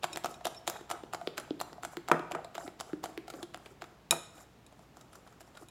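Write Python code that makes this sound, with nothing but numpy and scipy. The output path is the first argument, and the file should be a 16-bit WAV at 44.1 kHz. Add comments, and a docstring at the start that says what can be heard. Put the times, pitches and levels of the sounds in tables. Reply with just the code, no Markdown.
"""A fork beats runny egg filling in a glass bowl on a stone counter, about four strokes a second.
Each stroke slaps out wet snaps and air pockets that plop with a falling pitch; at first the tines also
clink and squeak on the glass. Two seconds in, the bowl knocks on the counter. At four seconds the fork
strikes the glass once, hard, the bowl knocks again, and the beating eases into a gentle stir.
A small kitchen answers throughout, over a faint hum."""
import sys
import numpy as np
from scipy import signal
from scipy.fft import rfft, irfft, next_fast_len
from scipy.io import wavfile
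from scipy.ndimage import map_coordinates

SR = 44100
rng = np.random.default_rng(int(sys.argv[2]) if len(sys.argv) > 2 else 0)


def persist_wave(psi):
    """Save psi, clipped to +-1, as 16-bit WAV."""
    counts = np.round(np.clip(psi, -1, 1) * 32767).astype(np.int16)
    wavfile.write(sys.argv[1], SR, np.atleast_2d(counts).T)


N = 251490
TIME = np.arange(N) / SR

# the fork slaps in, tears out, then drags through the froth: (time [s], time in the liquid [s],
# entry snap [dB], exit snap [dB], spray over body [dB], crispness [0-1], entry bubble [Hz],
# entry pocket [dB], exit pocket [dB], drag lag [s], relative fizz [dB], relative slosh [dB])
FORK_STROKES = [(.034, 0.0081, -33.5, -28.5, -10, 0.4, 3360, -52, -25, .05, -72, -56),
                (0.1601, 0.013, -36.5, -34.5, -6, 0.9, 3370, -60, -35, .04, -78, -62),
                (0.245, 0.014, -32.5, -35.5, -7, 0.7, 1220, -24, -29, 0.066, -61, -54),
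                (0.4537, .015, -30, -35, -6, 0.84, 3870, -29.5, -26, 0.095, -68, -63),
                (0.6769, 0.022, -31, -36, -1.5, 0.57, 3770, -24, -39, 0.055, -63, -46),
                (0.9014, 0.011, -37, -33, -7, .25, 1360, -51, -26, 0.037, -76, -49),
                (1.1351, 0.012, -34.5, -38, -8.5, 0.5, 1270, -34, -30, 0.13, -66, -63),
                (1.3793, 0.02, -33, -43, -5.5, .7, 1400, -47, -46, 0.056, -78, -52),
                (1.602, 0.011, -39, -33, -7.5, 0.66, 4100, -58, -29.5, 0.099, -71, -52.5),
                (1.8339, 0.016, -39, -38, -5.5, 0.71, 1330, -37.5, -29.5, 0.091, -64, -55),
                (2.0857, .0132, -34, -53, -9.5, 0.44, 1390, -36, -25.5, .06, -83, -65),
                (2.3121, 0.0065, -46, -37, -9.5, .8, 1290, -29.5, -44, 0.053, -83, -46),
                (2.5521, 0.028, -38.5, -42, -9, 0.25, 1390, -39.5, -28, 0.082, -57.5, -47),
                (2.801, 0.0077, -40.5, -37, -3.5, 0.8, 4300, -45, -32, .1, -67, -53),
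                (3.0398, 0.018, -35.5, -41.5, -7.5, 0.56, 1270, -30, -35, 0.068, -68, -56.5),
                (3.2806, .021, -46, -42.5, -7.5, .4, 1340, -38.5, -54, 0.093, -63, -52.5),
                (3.545, .0298, -41, -50.5, -9, 1, 1270, -36.5, -54, .13, -66.5, -55.5),
                (3.8204, 0.021, -39, -47, -13.5, .85, 1360, -34.5, -57, .04, -69.5, -63.5),
                (4.379, 0.026, -60, -69, -2, 0.07, 2690, -47, -60, 0.0097, -63, -57),
                (4.725, 0.068, -63.5, -65, -4, 0.12, 1405, -49, -50, 0.087, -76, -66),
                (4.97, .0418, -55, -57.5, -1, 0.5, 1310, -48.5, -58, 0.037, -75, -62.5),
                (5.1309, 0.024, -53.5, -52.5, -4.5, 0.2, 1310, -58, -52, 0.029, -71.5, -60),
                (5.275, 0.051, -57, -60, -7, 0.3, 1314, -52, -70, 0.032, -74, -60),
                (5.4069, .0064, -52, -59.5, -2, 0.16, 1700, -62, -51, 0.057, -72, -60.5),
                (5.552, 0.02, -54, -47.5, -15, 0, 1310, -60, -54, .05, -69.5, -62.5)]
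# the filling folds shut over the fork's trough with a smack and a gulp: (time [s], gulp [dB],
# final pitch [Hz], t60 [s], smack [dB], spray [dB], crispness [0-1], bubble [Hz])
FOLDS = [(.295, -38.5, 305, 0.017, -64, -68, 0, 1300), (.4095, -41, 710, 0.043, -55, -70, .2, 1870),
         (.7627, -36.5, 740, 0.0098, -66, -70, .2, 1400), (.8096, -39.5, 356, 0.027, -57, -62, .2, 1400),
         (1.0352, -31, 320, 0.012, -51, -66, 0.6, 3320), (1.2135, -33, 680, 0.052, -48, -72, .2, 1500),
         (1.2735, -23, 362, 0.016, -33, -61, 1, 4140), (1.507, -23, 295, 0.037, -44, -71, 0.8, 3430),
         (1.7304, -42, 278, 0.015, -46, -77, 1, 1380), (1.7804, -40.5, 703, 0.046, -70, -77, .3, 1400),
         (1.97, -31.5, 350, .071, -38.5, -51, 0.94, 1430), (2.195, -33, 335, 0.074, -48, -74, .95, 3430),
         (2.4462, -34.5, 676, 0.029, -48.5, -54, .75, 3930),
         (2.6784, -33.5, 334, 0.026, -45, -70, 0.7, 2060),
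         (2.932, -25.5, 307, .069, -45.5, -68, 0.73, 1400),
         (3.1765, -30.5, 334, 0.06, -38.5, -57, 0.95, 1480),
         (3.338, -38, 308, 0.077, -46.5, -70, 0.2, 1300), (3.429, -35, 343, 0.087, -40, -48, 0.4, 3500),
         (3.6602, -50, 340, 0.024, -47, -60.5, 0.2, 2710)]
# tone of a snap's body, the liquid film tearing: (frequency [Hz], level [dB])
FILM_SPECTRUM = [(250, -38), (600, 9.5), (1000, -1), (1350, 0), (1900, -4.5), (2600, -5.5), (3600, -4.5),
                 (5000, -9.5), (7500, -39)]
# bright sizzle of spray and froth: (frequency [Hz], level [dB])
SPRAY_SPECTRUM = [(2500, -23.5), (5000, -3.5), (6500, -6), (7350, 1.5), (8200, -8), (9400, -6), (10500, -5),
                  (11800, -8.5), (13500, -3.5), (15500, -9.5), (17000, -27.5)]
# low gurgle of the dragged liquid: (frequency [Hz], level [dB])
SLOSH_SPECTRUM = [(120, -21), (330, 10.5), (520, -0.5), (740, 5), (1000, -1.5), (1300, 5.5), (2000, -2.5),
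                  (4000, -8.5)]

# fork hits on the glass: (time [s], relative level [dB], hardness as cut-off [Hz])
GLASS_HITS = [(0.131, -27.5, 5900), (.342, -39.5, 5500), (.547, -38, 4950), (.768, -41, 4500),
              (4.1091, -10, 15000), (4.665, -49, 11000), (4.9697, -70, 8000), (5.0102, -54, 9000),
              (5.4075, -60, 8000), (5.5732, -48, 8000), (5.6858, -46.5, 12100)]
# ring of the bowl and the fork: (frequency [Hz], level [dB], t60 [s])
GLASS_MODES = [(2456, -9.5, 0.063), (2950, -7.5, .012), (3713, -5.5, 0.024), (3843, -5, 0.046),
               (5250, -9, .012), (5410, -14.5, 0.056), (6700, -4.5, .013), (7080, -3, 0.029),
               (7250, -10, .025), (7770, -6.5, .02), (8440, -7.5, 0.034), (8950, -11.5, .025),
               (10000, -15, .03), (10530, -6.5, .035), (11170, 0, 0.014), (12750, -9, 0.012),
               (14600, -9, .015)]
# a tine rubs the glass: (time [s], level [dB], half-length [s])
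TINE_RUBS = [(0.135, -48.5, 0.006), (0.362, -63, 0.0074), (0.578, -53, 0.0094)]
# the bowl's foot hits the counter: (time [s], level [dB], contact time [s])
COUNTER_HITS = [(2.1145, -7, 0.0006), (2.194, -40, .0002), (2.3484, -22, 0.0015), (4.1121, -24.5, 0.00062),
                (4.124, -18.5, 0.0014)]
# ring of the loaded bowl on the counter: (frequency [Hz], level [dB], t60 [s])
FOOT_MODES = [(160.6, -25, 0.3), (344.5, -20.5, 0.19), (474, -19, 0.16), (615, -13.5, .05),
              (670, -13, 0.08), (940, -1, 0.022), (1243, -4.5, 0.031), (1325, -17, 0.11), (1460, -7, 0.022),
              (1880, -11, .018), (2360, -10, 0.018)]
# crack of glass on stone: (frequency [Hz], level [dB])
STONE_SPECTRUM = [(40, -42), (130, -4), (350, 7), (700, 15), (1400, -10), (2500, -3), (4000, -12.5),
                  (8000, -12.5), (15000, -27)]
# chatter of the settling foot: (frequency [Hz], level [dB])
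CHATTER_SPECTRUM = [(50, -40), (150, -1), (250, 3), (480, 3), (700, 12), (1000, -5.5), (1400, 0),
                    (2000, -7), (4000, -44)]

# the kitchen's reverb time: (frequency [Hz], t60 [s])
KITCHEN_DECAY = [(150, 0.54), (500, 0.61), (1500, 0.69), (4000, 0.59), (8000, 0.51), (15000, 0.27)]
# hum of the appliances: (frequency [Hz], level [dB])
APPLIANCE_TONES = [(59, -72.5), (119, -75), (146, -78.5)]
# room tone: (frequency [Hz], level [dB])
AIR_SPECTRUM = [(15, -51), (25, -14), (127, 1), (335, -4.5), (516, -8), (695, -9), (1100, -12), (1260, -15),
                (2160, -19), (3720, -22.5), (6050, -27.5), (7110, -28), (8360, -32.5), (14800, -35),
                (16000, -37.5)]


def wet_contacts(graze_lead_s=.0065, graze_db=-14, graze_crispness=.2, drop_db=-12.5, drop_within_s=.024,
                 exit_bubble_hz=1337, small_bubble_hz=2900, spray_tilt_db=1.25):
    """Cues for the snaps: (time [s], body [dB], spray [dB], crispness [0-1], bubble [Hz])."""
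    cues = []
    for s, stay, entry_db, exit_db, spray_db, crisp, entry_hz, *_ in FORK_STROKES:
        exit_hz = exit_bubble_hz * np.exp(.028 * rng.standard_normal())
        spray_in, spray_out = spray_db - spray_tilt_db, spray_db + spray_tilt_db
        # the tines graze the surface, slap in and tear out
        graze = entry_db + graze_db
        cues.append((s - graze_lead_s, graze, graze + spray_in, graze_crispness, small_bubble_hz))
        cues.append((s, entry_db, entry_db + spray_in, crisp, entry_hz))
        cues.append((s + stay, exit_db, exit_db + spray_out, crisp, exit_hz))
        # two flung drops land just after the slap
        drop = (entry_db + exit_db) / 2 + drop_db
        for flight in drop_within_s * rng.random(size=2):
            cues.append((s + flight, drop, drop + spray_db, crisp, small_bubble_hz))
    return cues + [(s, *smack) for s, _, _, _, *smack in FOLDS]


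def snaps(crack_t60=.004, tear_t60=.034, squelch_s=.00373, squelch_db=-11, bubble_db=6, bubble_q=5):
    """Each wet snap squelches up, cracks and tears away in tiny bursts; a trapped bubble colours it."""
    preroll, attack = SR // 60, SR // 220
    out, t = np.zeros(N), np.arange(-preroll, 2 * preroll) / SR
    after = np.maximum(t, 0)
    crack_power = fade(after, crack_t60) ** 2 / crack_t60
    tear_power = fade(after, tear_t60) ** 2 / tear_t60
    film = coloured(rng.standard_normal(N), FILM_SPECTRUM)
    spray = froth()
    for s, body_db, spray_db, crisp, hz in wet_contacts():
        stretch = rng.integers(N - len(t)) + np.arange(len(t))
        crisp = np.clip(crisp, 0, .95)
        # a clean crack comes with less squelch ahead of it
        squelch = amp(squelch_db) * np.sqrt((1 - crisp) / tear_t60) * np.exp(np.minimum(t, 0) / squelch_s)
        envelope = np.where(t < 0, squelch, np.sqrt(crisp * crack_power + (1 - crisp) * tear_power))
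        body = filtered(film[stretch] * envelope,
                        lambda f: 1 + amp(bubble_db) * resonance(f, hz, hz / bubble_q))
        for burst, db in ((body, body_db), (spray[stretch] * envelope, spray_db)):
            attack_rms = np.sqrt(np.mean(burst[preroll:][:attack] ** 2))
            add(out, s - preroll / SR, amp(db) * burst / attack_rms)
    return out


def air_pockets(pocket_hz=703, pocket_growth_s=.00048, pocket_t60=.028, exit_pitch_ratio=.96,
                trough_hz=341, trough_growth_s=.00099, trough_t60=.07, trough_lag_s=.00443, trough_db=-7,
                gulp_lag_s=.001226, gulp_growth_s=.00047):
    """Cues for the plops: (time [s], level [dB], final pitch [Hz], growth time [s], t60 [s])."""
    cues = []
    for s, stay, slap_db, _, _, _, _, entry_db, exit_db, *_ in FORK_STROKES:
        cues.append((s, entry_db, pocket_hz, pocket_growth_s, pocket_t60))
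        # tearing out opens a slightly larger, lower pocket
        cues.append((s + stay, exit_db, pocket_hz * exit_pitch_ratio, pocket_growth_s, pocket_t60))
        # the whole trough sounds under each entry
        cues.append((s + trough_lag_s, slap_db + trough_db, trough_hz, trough_growth_s, trough_t60))
    return cues + [(s + gulp_lag_s, db, hz, gulp_growth_s, t60) for s, db, hz, t60, *_ in FOLDS]


def plops(glide=1.39, bowl_db=-25):
    """An air pocket opens behind the fork, dropping in pitch as it grows; the push rings the bowl."""
    out, t = np.zeros(N), np.arange(SR // 6) / SR
    for s, level, hz, growth, t60 in air_pockets():
        opened = 1 - np.exp(-t / growth)
        envelope = opened * fade(t, t60)
        wobble = .05 * waver(t, 300)  # the pocket's soft wall shakes
        phase = hz * (t + glide * growth * opened) + wobble
        pocket = envelope / envelope.max() * np.sin(2 * np.pi * phase)
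        bowl = sum(fade(t, life) * np.sin(2 * np.pi * (f * t + rng.random()))
                   for f, _, life in FOOT_MODES[:3])
        add(out, s, amp(level) * (pocket + amp(bowl_db) * opened * bowl / 2))
    return out


def swishes(half_length_s=.036, trim_db=-1, clump_db=3.5, clumps_per_s=60):
    """Froth fizzes and liquid gurgles in uneven clumps as the fork drags through, once a stroke."""
    fizz_envelope, slosh_envelope = np.zeros(N), np.zeros(N)
    t = np.arange(SR // 4) / SR - 1 / 8
    swell = np.exp(-.5 * (t / half_length_s) ** 2)
    for s, *_, lag, fizz_db, slosh_db in FORK_STROKES:
        add(fizz_envelope, s + lag + t[0], amp(fizz_db) * swell)
        add(slosh_envelope, s + lag + t[0], amp(slosh_db) * swell)
    fizz = fizz_envelope * froth()
    slosh = slosh_envelope * coloured(bubbles(1100, per_s=450, cycles=6, spread=.6), SLOSH_SPECTRUM)
    return amp(trim_db + clump_db * waver(TIME, clumps_per_s)) * (fizz + slosh)


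def froth():
    """A dense, bright sizzle of tiny bubbles."""
    return coloured(bubbles(9000, per_s=4000, cycles=12), SPRAY_SPECTRUM)


def bubbles(hz, per_s, cycles, spread=.364, size_db=4):
    """A cloud of bubbles, each ringing a few cycles at its own pitch and size."""
    count = int(per_s * N / SR)
    onsets = (rng.random(count) * N).astype(int)
    pitch = np.clip(hz * np.exp(spread * rng.standard_normal(count)), 150, SR / 2.6)
    gain = amp(size_db * np.minimum(rng.exponential(size=count), 2))
    samples = np.arange(int(3 * cycles * SR / hz))
    age = pitch[:, None] * samples / SR / cycles
    rings = gain[:, None] * age * np.exp(-4 * age) * np.sin(2 * np.pi * cycles * age)
    return np.bincount((onsets[:, None] + samples).ravel(), rings.ravel(), N)[:N]


def clinks(tick_db=-8, tick_t60=.016, splash_db=-21, splash_t60=.14, trim_db=-5):
    """Steel on glass: a tick, a ring the filling soon damps, shaken froth; a cushioned hit is duller."""
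    out, t = np.zeros(N), np.arange(SR // 3) / SR
    for s, level, cutoff_hz in GLASS_HITS:
        ring = np.zeros(len(t))
        for hz, db, t60 in GLASS_MODES:
            phase = hz * t + rng.random() + .08 * waver(t, 120)  # moving liquid loads the glass
            ring += amp(db) * fade(t, t60) * np.sin(2 * np.pi * phase)
        tick = amp(tick_db) * fade(t, tick_t60) * rng.standard_normal(len(t))
        splash = noise_burst(t, splash_db, splash_t60, SPRAY_SPECTRUM)
        hit = filtered(ring + tick + splash, lambda hz: 1 / np.sqrt(1 + (hz / cutoff_hz) ** 4))
        add(out, s, amp(level + trim_db) * hit)
    return out


def squeaks(mode_hz=5384, width_hz=110):
    """Wet friction under a tine feeds one mode of the glass for an instant."""
    swell = sum(amp(db) * np.exp(-.5 * ((TIME - s) / half) ** 2) for s, db, half in TINE_RUBS)
    return swell * unit(filtered(rng.standard_normal(N), lambda hz: resonance(hz, mode_hz, width_hz) ** 2))


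def knocks(crack_db=-6, crack_t60=.025, chatter_db=-19, chatter_t60=.27):
    """The bowl rocks onto the stone: a crack, a low ring and a short chatter as its foot settles."""
    out, t = np.zeros(N), np.arange(SR // 2) / SR
    for s, level, contact in COUNTER_HITS:
        ring = sum((-1) ** k * amp(db) * fade(t, t60) * np.sin(2 * np.pi * hz * t)
                   for k, (hz, db, t60) in enumerate(FOOT_MODES))
        crack = noise_burst(t, crack_db, crack_t60, STONE_SPECTRUM)
        chatter = noise_burst(t, chatter_db, chatter_t60, CHATTER_SPECTRUM)
        attack = 1 - np.exp(-t / contact)
        add(out, s, amp(level) * (ring + crack + chatter) * attack)
    return out


def kitchen(send, predelay_s=.0054):
    """Diffuse reverb, with a fresh tail every third of a second as the hands and the liquid move."""
    out, block = np.zeros(N), SR // 3
    for i in range(0, N, block):
        hz, t, noise = signal.stft(rng.standard_normal(SR * 2 // 3), SR, nperseg=256)
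        decay = fade(t, along(KITCHEN_DECAY, hz)[:, None])
        tail = signal.istft(noise * decay, SR, nperseg=256)[1]
        add(out, i / SR + predelay_s, signal.fftconvolve(send[i:i + block], tail / np.linalg.norm(tail)))
    return out


def room_tone(air_db=-60):
    """A steady bed of room air and appliance hum."""
    hum = sum(amp(db) * np.sqrt(2) * np.sin(2 * np.pi * (hz * TIME + rng.random()))
              for hz, db in APPLIANCE_TONES)
    return hum + amp(air_db) * coloured(rng.standard_normal(N), AIR_SPECTRUM)


def amp(db):
    """Decibels to gain."""
    return 10 ** (np.asarray(db) / 20)


def unit(x):
    """x at rms 1."""
    return x / np.sqrt(np.mean(x ** 2) + 1e-20)


def along(points, hz):
    """Read a curve of (frequency [Hz], value) on a log axis."""
    f, v = np.transpose(points)
    return np.interp(np.log(hz + 1), np.log(f + 1), v)


def filtered(x, response):
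    """x through a frequency response."""
    size = next_fast_len(len(x) + SR // 4)
    return irfft(rfft(x, size) * response(np.fft.rfftfreq(size, 1 / SR)), size)[:len(x)]


def coloured(x, spectrum):
    """x through an EQ curve, at rms 1."""
    return unit(filtered(x, lambda hz: amp(along(spectrum, hz))))


def resonance(hz, centre, width):
    """A resonant band-pass with unit gain at its centre."""
    return 1j * hz * width / (centre ** 2 - hz ** 2 + 1j * hz * width)


def fade(t, t60):
    """Exponential decay, 60 dB in t60."""
    return np.exp(-np.log(1000) * t / t60)


def noise_burst(t, db, t60, spectrum):
    """Coloured noise that dies away."""
    return amp(db) * fade(t, t60) * coloured(rng.standard_normal(len(t)), spectrum)


def waver(t, rate):
    """Smooth random modulation, rate points a second."""
    return map_coordinates(rng.standard_normal(int(t[-1] * rate) + 4), [t * rate])


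def add(track, s, sound):
    """Mix a sound into the track at time s."""
    i = int(np.clip(round(s * SR), 0, N))
    track[i:i + len(sound)] += sound[:N - i]


def scene(low_cut_hz=110):
    """Liquid and bowl up close, the kitchen behind them; so small a bowl radiates no deep bass."""
    wet, pockets, glass, foot = snaps() + swishes(), plops(), clinks() + squeaks(), knocks()
    reverb = kitchen(amp(-12.5) * wet + amp(-11) * pockets + amp(-15.5) * glass + amp(-14) * foot)
    low_cut = signal.butter(3, low_cut_hz, "high", fs=SR, output="sos")
    return (signal.sosfilt(low_cut, wet + pockets + glass + foot + reverb) + room_tone())[None]


def record(dry, high_cut_hz=16500):
    """One microphone with a steep high cut."""
    return np.array([filtered(channel, lambda hz: 1 / (1 + (hz / high_cut_hz) ** 160)) for channel in dry])


dry = scene()
out = record(dry)
persist_wave(out)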